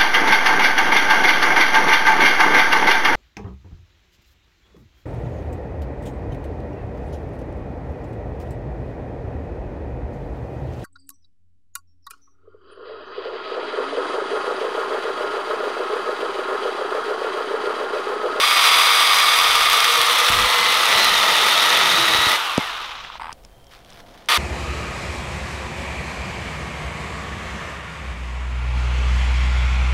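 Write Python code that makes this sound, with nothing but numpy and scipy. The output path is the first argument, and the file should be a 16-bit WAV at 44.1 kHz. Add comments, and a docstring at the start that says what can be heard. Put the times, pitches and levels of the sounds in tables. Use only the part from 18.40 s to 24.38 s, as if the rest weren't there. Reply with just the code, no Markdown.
"""Outdoors, close by: a cordless pruning saw runs free, bites into a log and cuts through it.
Chain links strike and scrape in the bar as noise paced by the shaft; motor and gears whine at multiples
of its speed, which sags under load. Log, bar and kerf answer as resonances driven by noise. The offcut thuds
on the ground, the chain coasts and knocks to a stop, a glove rubs the bark, and the saw starts again.
Light wind and a far hum lie behind, as coloured noise."""
import sys
import numpy as np
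from scipy import signal
from scipy.fft import rfft, irfft
from scipy.io import wavfile
from scipy.ndimage import uniform_filter1d

SR = 44100
rng = np.random.default_rng(int(sys.argv[2]) if len(sys.argv) > 2 else 0)


def inscribe(sig):
    """Save sig as 16-bit PCM at rate SR to the path in sys.argv[1].

    A 1-D sig is mono; a 2-D sig holds one channel per row.
    Samples are clipped to [-1, 1] before scaling.
    """
    pcm = np.round(np.clip(np.atleast_2d(sig).T, -1, 1) * 32767)
    wavfile.write(sys.argv[1], SR, pcm.astype(np.int16))


N = 263541
T = np.arange(N) / SR  # time [s]

# trigger let go, motor silent, trigger pulled again [s]
RELEASE_S, STOP_S, RESTART_S = 3.95, 4.79, 5.886
SLACKEN_S = 0.033  # time the chain takes to go slack [s]


def amp(db):
    """Level law: decibels to amplitude gain."""
    return 10 ** (np.asarray(db) / 20)


def unit(x):
    """Normalisation by signal power: scales to rms 1."""
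    return x / np.sqrt(np.mean(x ** 2) + 1e-20)


def curve(rows, axis=1):
    """Linear interpolation in time of one column of a table."""
    rows = np.array(rows)
    return np.interp(T, rows[:, 0], rows[:, axis])


def wander(hz):
    """Low-passed random fluctuation of rms 1, slow beside the given rate."""
    f = np.fft.rfftfreq(N, 1 / SR)
    lowpass = 1 / (1 + (f / hz) ** 4)
    return unit(irfft(rfft(rng.standard_normal(N)) * lowpass, N))


def colour(x, points):
    """Minimum-phase filtering: a causal response of unit energy with the given spectrum shape."""
    size = 4096
    hz, db = np.transpose(points)
    log_hz = np.log(abs(np.fft.fftfreq(size, 1 / SR)) + 1)
    log_gain = np.log(amp(np.interp(log_hz, np.log(hz), db)))
    # the Hilbert transform of the log gain gives the minimum phase
    spectrum = np.exp(np.conj(signal.hilbert(log_gain)))
    response = np.fft.ifft(spectrum).real[:size // 2]
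    return signal.oaconvolve(x, response / np.linalg.norm(response))[:N]


def scrape(force, points):
    """Friction noise: a random contact force of changing strength excites one colour."""
    return colour(force * rng.standard_normal(N), points)


def swells(rows):
    """Gaussian envelopes: smooth rises and falls of gain, one for each row."""
    return sum(amp(db) * np.exp(-((T - s) / half_s) ** 2) for s, half_s, db in rows)


def gate(start_s, end_s, edge_s):
    """Trapezoidal envelope: one between two times, with straight edges."""
    return np.clip(np.minimum(T - start_s, end_s - T) / edge_s, 0, 1)


def resonate(x, hz, width):
    """Heterodyne resonance: two equal poles whose centre follows the curve hz."""
    turn = np.exp(2j * np.pi * np.cumsum(hz) / SR)
    r = np.exp(-np.pi * width / SR)
    # shift the centre down to zero frequency, low-pass, and shift back
    baseband = signal.lfilter([(1 - r) ** 2], np.poly([r, r]), x / turn)
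    return (turn * baseband).real


def bursts(rows, points, decay_s):
    """Impact noise: exponentially dying contact forces excite one colour."""
    envelope = np.zeros(N)
    t = np.arange(2000) / SR
    for s, db in rows:
        part = envelope[round(s * SR):][:len(t)]
        part += amp(db) * np.exp(-t[:len(part)] / decay_s)
    return scrape(envelope, points)


# depth of the chain in the wood, taken as the share of full load: (time [s], share [0-1])
BITE_DEPTH = [(0, 0), (.8, 0), (1.45, 0.1), (1.9, 0.31), (2.3, 0.58), (2.6, 0.91), (3.9, 1), (4.3, 0),
              (6, 0.16)]


def bite_share():
    """Loading: the share of full load on the chain, from 0 to 1."""
    return np.clip(curve(BITE_DEPTH), 0, 1)


def in_wood():
    """Contact condition: one until the bar breaks through the log, then zero."""
    return np.clip((RELEASE_S - T) / SLACKEN_S, 0, 1)


def coasting():
    """Free run-down: zero under power, rising to one as the chain goes slack."""
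    return np.clip((T - RELEASE_S) / SLACKEN_S, 0, 1) * (T < RESTART_S)


BREEZE_DB, FAR_DB = -62, -54.5  # steady levels [dB]
# gusts of wind on the microphone: (time of peak [s], half length [s], level [dB])
WIND_GUSTS = [(.7, .08, -54), (1.15, 0.13, -47), (2.2, .2, -51), (2.75, .15, -50), (3.8, 0.17, -54),
              (4.5, 0.28, -57), (5.1, 0.38, -50.5), (5.62, 0.15, -52)]
# the one swell of the far hum: (time of peak [s], half length [s], level [dB])
FAR_SWELL = [(5.72, 0.24, -53.5)]
# colour of the wind: (frequency [Hz], relative level [dB per Hz])
WIND_COLOUR = [(8, -12.5), (20, -3.5), (38, -3.5), (60, -10), (120, -18), (300, -45.5)]
# colour of the far hum: (frequency [Hz], relative level [dB per Hz])
HUM_COLOUR = [(41, -20.5), (70, -9), (118, -11.5), (156, -9.5), (440, -13), (535, -6.5), (599, -12),
              (689, -6), (792, -11.5), (2000, -32), (2600, -58), (4400, -120)]


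def air():
    """Turbulent pressure noise of light wind on the microphone, and the far hum of the neighbourhood."""
    wind = scrape(amp(BREEZE_DB) + swells(WIND_GUSTS), WIND_COLOUR)
    hum = scrape(amp(FAR_DB) + swells(FAR_SWELL), HUM_COLOUR)
    return wind + hum


GLOVE_REST_DB = -61.5  # the glove shifting between strokes [dB]
# strokes of the glove over the bark: (time of peak [s], half length [s], level [dB])
GLOVE_STROKES = [(5.345, .035, -48.5), (5.41, 0.016, -58), (5.51, 0.053, -53), (5.59, 0.033, -50),
                 (5.7, .06, -62), (5.8, 0.092, -54.5)]
# colour of glove on bark: (frequency [Hz], relative level [dB per Hz])
BARK_COLOUR = [(590, -26), (1000, 2), (2200, -1), (2680, -3), (3210, 0.5), (3980, -3.5), (5660, -8.5),
               (7770, -18), (9430, -17), (15000, -23)]


def glove():
    """Stick-slip friction: fabric catches on the bark in fine grains."""
    grains = unit(rng.standard_normal(N) * amp(3.5 * wander(330)))
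    stroke_gain = amp(GLOVE_REST_DB) + swells(GLOVE_STROKES)
    return (T > STOP_S) * stroke_gain * colour(grains, BARK_COLOUR)


# the thin ring after the stop: (time of peak [s], half length [s], level [dB])
THIN_RING_SWELL = [(5.24, .14, -63)]
# its narrow colour: (frequency [Hz], relative level [dB per Hz])
RING_COLOUR = [(2700, -50), (3090, -12), (3170, 0), (3250, -15), (3700, -48)]


def ring():
    """Narrow-band resonance: a faint ring that swells and fades."""
    return scrape(swells(THIN_RING_SWELL), RING_COLOUR)


# sharp clicks of splinter, chain and trigger: (time [s], level [dB])
CLICK_TIMES = [(4.1765, -16.5), (4.9275, -27), (5.037, -48), (5.049, -37), (5.243, -46), (5.268, -44),
               (5.448, -43), (5.503, -36.5), (5.532, -43), (5.8595, -42)]
# colour of a click: (frequency [Hz], relative level [dB per Hz])
CLICK_COLOUR = [(400, 3), (1200, -1), (3200, 2), (4400, 1), (5250, 7.5), (6500, -0.5), (9000, -3),
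                (15000, -27)]


def clicks():
    """Brief impact: a very short force excites a wide band."""
    return bursts(CLICK_TIMES, CLICK_COLOUR, decay_s=0.0017)


RATCHET_S, RATCHET_GAP_S = 4.819, .01235  # first tick, spacing [s]
RATCHET_DB, RATCHET_STEP_DB = -26, -.5  # level of the first tick, change at each further one [dB]


def ratchet(count):
    """Periodic impact: the last links tick evenly over the sprocket, each softer, as rows (s, dB)."""
    return [(RATCHET_S + k * RATCHET_GAP_S, RATCHET_DB + k * RATCHET_STEP_DB) for k in range(count)]


# stray knocks of the slack chain: (time [s], level [dB])
STRAY_KNOCKS = [(4.648, -26), (4.7, -29), (4.754, -27.5), (4.797, -29.5), (4.805, -29), (4.813, -27)]
# colour of a link knocking: (frequency [Hz], relative level [dB per Hz])
KNOCK_COLOUR = [(300, -24), (560, -19), (700, -9.5), (920, 1.5), (1200, -2), (1430, -3.5), (1750, -11),
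                (2200, -11.5), (3800, -21), (4400, -27), (5000, -23), (6500, -47), (8900, -30),
                (10500, -53)]


def knocks():
    """Impact of loose bodies: slack links strike singly and then in an even run."""
    return bursts([*STRAY_KNOCKS, *ratchet(count=9)], KNOCK_COLOUR, decay_s=0.0042)


# teeth snag on bark and throw chips: (time [s], level [dB])
SNAG_TIMES = [(.311, -22.5), (.785, -14.5), (.988, -12), (1.09, -15), (1.155, -10.5), (1.298, -10),
              (1.331, -8.5), (1.404, -11), (1.444, -10), (1.615, -10), (1.733, -28), (2.342, -14),
              (2.55, -22), (2.645, -9.5), (2.652, -16.5), (2.692, -22), (2.788, -15.5), (3.374, -13),
              (3.772, -20), (3.916, -13)]
# colour of a snag: (frequency [Hz], relative level [dB per Hz])
SNAG_COLOUR = [(300, -20.5), (1200, -2), (2200, -0.5), (3600, 2), (7000, -10), (13000, -11), (16000, -19)]


def snags():
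    """Fracture impact: a tooth catches and its force dies within milliseconds."""
    return bursts(SNAG_TIMES, SNAG_COLOUR, decay_s=0.0026)


# the log jumps under the bar, then the offcut lands: (time [s], level [dB], pitch factor)
THUD_BLOWS = [(1.592, -32, 0.46), (1.902, -19, 0.35), (2.062, -42, 0.35), (2.553, -26, 0.48),
              (3.749, -23, 0.41), (3.786, -24, 0.27), (3.867, -20, 0.398), (4.18, -1, 1),
              (4.191, -20, 0.69)]
# modes of a blow at pitch factor 1: (frequency [Hz], relative level [dB], time to fall 60 dB [s])
WOOD_BLOW_MODES = [(266, -3, 0.019), (503, -1.5, 0.008), (674, -20.5, 0.006)]


def thuds():
    """Damped modal impact: heavy wood on something soft, with little deep bass radiated."""
    out = np.zeros(N)
    t = np.arange(5000) / SR
    for s, db, pitch in THUD_BLOWS:
        blow = np.zeros(len(t))
        for hz, mode_db, t60 in WOOD_BLOW_MODES:
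            # a lower pitch also rings longer
            decay = np.exp(-np.log(1000) * t * pitch / t60)
            blow += amp(db + mode_db) * decay * np.sin(2 * np.pi * hz * pitch * t)
        highpass = signal.butter(2, 110 * pitch, "high", fs=SR)
        out[round(s * SR):][:len(t)] -= signal.lfilter(*highpass, blow)
    return out


# tremble of the log: level with the chain free, deep in the cut, unevenness [dB]; its rate [Hz]
SHUDDER_FREE_DB, SHUDDER_CUT_DB, SHUDDER_UNEVEN_DB, SHUDDER_HZ = -63, -46, 3.5, 10
# low buffeting as the teeth dig in: level [dB]; start, end and edge [s]
BUFFET_DB = -34.5
BUFFET_S, BUFFET_END_S, BUFFET_EDGE_S = 1.893, 2.08, 0.0081
# colour of the shaking log: (frequency [Hz], relative level [dB per Hz])
TREMBLE_COLOUR = [(15, -22), (40, -5), (75, 0), (115, -1), (160, 6), (250, 8.5), (380, -23), (700, -53.5)]
# colour of the buffeting: (frequency [Hz], relative level [dB per Hz])
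BUFFET_COLOUR = [(12, -16), (35, -1.5), (90, -4), (130, -13), (230, -11.5), (400, -20), (700, -48)]


def shudder():
    """Forced vibration: the log trembles more the deeper the teeth pull, with one low buffeting."""
    level_db = SHUDDER_FREE_DB + (SHUDDER_CUT_DB - SHUDDER_FREE_DB) * bite_share()
    tremble = in_wood() * amp(level_db + SHUDDER_UNEVEN_DB * wander(SHUDDER_HZ))
    buffet = amp(BUFFET_DB) * gate(BUFFET_S, BUFFET_END_S, BUFFET_EDGE_S)
    return scrape(tremble, TREMBLE_COLOUR) + scrape(buffet, BUFFET_COLOUR)


# the bending note, which in the end sinks as the kerf deepens: (time [s], frequency [Hz], level [dB])
BENDING_NOTE = [(0, 466, -45.5), (1.25, 466, -41), (1.55, 477, -35.5), (1.98, 497, -33), (2.15, 485, -33.5),
                (2.95, 475, -44.5), (3.3, 397, -44), (3.55, 354, -34.5), (3.9, 293, -44)]
# modes: (multiple of the note, pole width [Hz], relative level at first touch [dB], deep in the cut [dB])
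BENDING_MODES = [(1, 35, -0.5, -3), (.41, 27, -54, -7)]


def log_note():
    """Resonance under random excitation: the teeth keep the log's bending modes ringing."""
    hz, level_db = curve(BENDING_NOTE, axis=1), curve(BENDING_NOTE, axis=2)
    bite = bite_share()
    out = np.zeros(N)
    for multiple, width, touch_db, deep_db in BENDING_MODES:
        mode_db = touch_db + (deep_db - touch_db) * bite
        out += amp(level_db + mode_db) * unit(resonate(rng.standard_normal(N), hz * multiple, width))
    return in_wood() * out


SQUEAL_DB, SQUEAL_WIDTH_HZ, SQUEAL_EDGE_S = -25.5, 160, 0.04  # level, pole width, edges
# pitch of the squeal, wandering with the pressure: (time [s], frequency [Hz])
SQUEAL_PITCH = [(2.5, 3750), (2.63, 4150), (2.8, 3600), (3.05, 3620), (3.24, 3760), (3.4, 3480),
                (3.62, 3870), (3.9, 3850)]


def squeal():
    """Friction-driven resonance: the kerf excites one fuzzy resonance of the bar."""
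    tone = unit(resonate(rng.standard_normal(N), curve(SQUEAL_PITCH), SQUEAL_WIDTH_HZ))
    return amp(SQUEAL_DB) * gate(SQUEAL_PITCH[0][0], SQUEAL_PITCH[-1][0], SQUEAL_EDGE_S) * tone


# time constant of drag [s]; deceleration by dry friction [turns per second squared]
DRAG_S, FRICTION_TURNS_PER_S2 = .7, 186
# speed with the trigger held, sagging under load: (time [s], speed [turns per second])
DRIVEN_SPEED = [(0, 370), (.77, 371), (1.2, 368.5), (1.52, 366), (1.72, 350), (1.98, 326), (2.1, 339),
                (2.32, 343), (2.45, 324), (2.6, 330), (2.72, 319), (3.05, 322), (3.4, 321), (3.58, 326),
                (3.88, 320), (3.95, 340), (5.886, 348), (5.98, 356)]


def motor_speed():
    """Run-down under viscous drag and dry friction: turns a second, and the share of release speed left."""
    driven = curve(DRIVEN_SPEED)
    start = driven[round(RELEASE_S * SR)]
    friction = FRICTION_TURNS_PER_S2 * DRAG_S
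    since_release = np.clip(T - RELEASE_S, 0, STOP_S - RELEASE_S)
    spin = (start + friction) * np.exp(-since_release / DRAG_S) - friction
    released = (T > RELEASE_S) & (T < RESTART_S)
    return np.where(released, spin, driven), np.where(released, spin / start, 1)


# lines of motor and gears: (multiple of motor speed, level free [dB], loaded [dB], coasting [dB])
MOTOR_ORDERS = [(2.615, -33, -38, -55), (3, -31, -39, -35), (3.213, -31, -37, -55), (4, -37, -38, -55),
                (4.5, -50, -50, -34), (5, -35, -42, -50), (5.36, -36, -42, -55), (5.6, -36, -39, -42),
                (6, -28.5, -30, -46), (6.641, -34.5, -46, -52), (8.649, -33.5, -41, -47),
                (9.42, -35, -44, -55), (11, -39, -33, -34.5), (12, -41, -33, -52), (13, -28, -50, -55),
                (23, -41.5, -60, -65), (26, -42.5, -58, -60), (26.64, -48, -62, -65), (30, -46, -62, -65),
                (39, -53, -65, -70)]


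def whine(turns, shares):
    """Order spectrum: shimmering lines locked to the shaft; load and braking bring out different ones."""
    out = np.zeros(N)
    shimmer_db = 1 + 1.5 * (1 - shares[0])
    for order, *state_db in MOTOR_ORDERS:
        height = np.sqrt(2) * amp(np.array(state_db) @ shares + shimmer_db * wander(50))
        out += height * np.cos(2 * np.pi * (order * turns + rng.random()))
    # the small housing radiates the low notes poorly
    housing = signal.butter(8, 810, "high", fs=SR, output="sos")
    return signal.sosfilt(housing, out)


def chatter(links, slap_db, fade, smooth, flutter_db):
    """Repeated impact: links slap with uneven strength and timing, each scraping on until the next."""
    links = links + .13 * wander(90) + 2  # the 2 keeps the count positive
    strength = amp(slap_db * np.clip(rng.standard_normal(4000), -2.5, 2))
    force = strength[links.astype(int)]
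    slaps = unit(force * np.exp(-(links % 1) / fade))
    return unit((smooth + slaps) * amp(flutter_db * wander(53)))


LINKS_PER_TURN = .6424
RESTART_DB = -16  # base level of the chain after the stop [dB]
WHINE_FALL_DB = 10  # whine lost as the coasting speed falls tenfold [dB]
# layers relative to the base level: free, in the cut, coasting, loss per tenfold fall in speed [dB]
CHAIN_DB = (-0.5, -0.5, -5.5, 16.5)
SIZZLE_DB = (-13.5, -15, -20.5, 37)
DRONE_DB = (-20.5, -14.5, -22, 19.5)
# base level of the chain under power: (time [s], level [dB])
CHAIN_EFFORT = [(0, -16), (.16, -16), (.23, -13.5), (.6, -15), (1.06, -15.5), (1.35, -15.5), (1.65, -16.5),
                (1.85, -15.5), (2.15, -17.5), (2.44, -16.5), (2.55, -15), (2.72, -16), (3.4, -15.5),
                (3.65, -17), (3.92, -17)]
# the motor sings out when the pressure on the bar eases: (time [s], relative level [dB])
WHINE_LEVEL = [(0, -1.5), (.3, .5), (.8, .5), (1.2, -2), (1.95, -4), (2.14, 3), (2.32, 3), (2.42, -3),
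               (3.4, -3), (3.85, 0)]
# colours of bar and housing, free, in the cut and coasting: (frequency [Hz], relative level [dB per Hz])
FREE_COLOUR = [(450, -32.5), (700, -11), (900, -8), (1050, -5), (1210, 5.5), (1400, -4.5), (1630, -9),
               (2080, -5), (2450, -5), (3000, -6.5), (3520, 0), (4450, -12), (6050, -13.5), (7000, -39.5)]
CUTTING_COLOUR = [(450, -31.5), (720, -15), (910, -3), (1030, -9.5), (1250, 1), (1600, -11), (1950, -4),
                  (2350, -8), (3000, -6.5), (3700, -5.5), (4600, -12), (5950, -16.5), (7000, -24.5),
                  (9000, -71)]
COASTING_COLOUR = [(300, -26.5), (550, -21), (720, -5.5), (930, 0), (1200, 4), (1500, -0.5), (1750, -4.5),
                   (2150, -3.5), (3500, -1), (3950, -4), (4400, -10), (5800, -15), (7000, -23),
                   (10000, -39)]
# colours of the steel's sizzle and of the log: (frequency [Hz], relative level [dB per Hz])
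STEEL_COLOUR = [(3710, -36.5), (6300, -1), (7360, -4), (9310, 1), (10300, -2.5), (11500, -2), (14200, -7.5),
                (15600, -12.5)]
LOG_COLOUR = [(90, -51.5), (170, -28), (260, -15), (340, -6.5), (410, -3.5), (480, 0), (570, -1.5),
              (700, 3.5), (800, -10), (950, -34.5)]


def saw():
    """Shaft-locked excitation: chain, wood and motor all follow the turning of the shaft."""
    speed, left = motor_speed()
    bite, coast = bite_share(), coasting()
    shares = np.array([(1 - bite) * (1 - coast), bite * (1 - coast), coast])  # free, loaded, coasting
    # the load changes from tooth to tooth, so the speed is less steady in the cut
    unsteadiness = .0008 + .008 * shares[1] ** 2 + .004 * coast
    turns = np.cumsum(speed * (1 + unsteadiness * wander(25))) / SR
    links = turns * LINKS_PER_TURN

    effort_db = np.where(T < STOP_S, curve(CHAIN_EFFORT), RESTART_DB)
    slowing = np.log10(np.maximum(left, .09))

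    def layer_gain(layer_db):
        """Level law of one layer: a mix of the three states, falling with the logarithm of speed."""
        *state_db, fall_db = layer_db
        return amp(effort_db + np.array(state_db) @ shares + fall_db * slowing)

    taut = chatter(links, slap_db=2.5, fade=0.77, smooth=0.93, flutter_db=0.49)
    slack = chatter(links, slap_db=1.0, fade=0.84, smooth=0.91, flutter_db=0.5)
    states = [scrape(taut, FREE_COLOUR), scrape(taut, CUTTING_COLOUR), scrape(slack, COASTING_COLOUR)]
    rattle = (np.sqrt(shares) * states).sum(0)
    rattle /= np.sqrt(uniform_filter1d(rattle ** 2, size=4000))  # even out the running level

    chain = layer_gain(CHAIN_DB) * rattle
    sizzle = layer_gain(SIZZLE_DB) * amp(1.0 * wander(55)) * scrape(taut, STEEL_COLOUR)
    wood = layer_gain(DRONE_DB) * scrape(taut, LOG_COLOUR)
    motor = amp(curve(WHINE_LEVEL) + WHINE_FALL_DB * slowing) * whine(turns, shares)
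    running = np.interp(T, [STOP_S - .01, STOP_S, RESTART_S, RESTART_S + .002], [1, 0, 0, 1])
    return running * (chain + sizzle + wood + motor)


def scene():
    """Superposition: the pressures of all sources add at one close microphone."""
    background = air() + glove() + ring()
    contacts = clicks() + knocks() + snags() + thuds()
    log = shudder() + log_note()
    return (background + contacts + log + squeal() + saw())[None]


def record(dry):
    """Band limitation: a linear-phase low-pass filter removes the highest treble."""
    lowpass = signal.firwin(511, 15800, window=("kaiser", 9), fs=SR)  # edge in Hz
    return signal.oaconvolve(dry, lowpass[None], "same")


dry = scene()
out = record(dry)
inscribe(out)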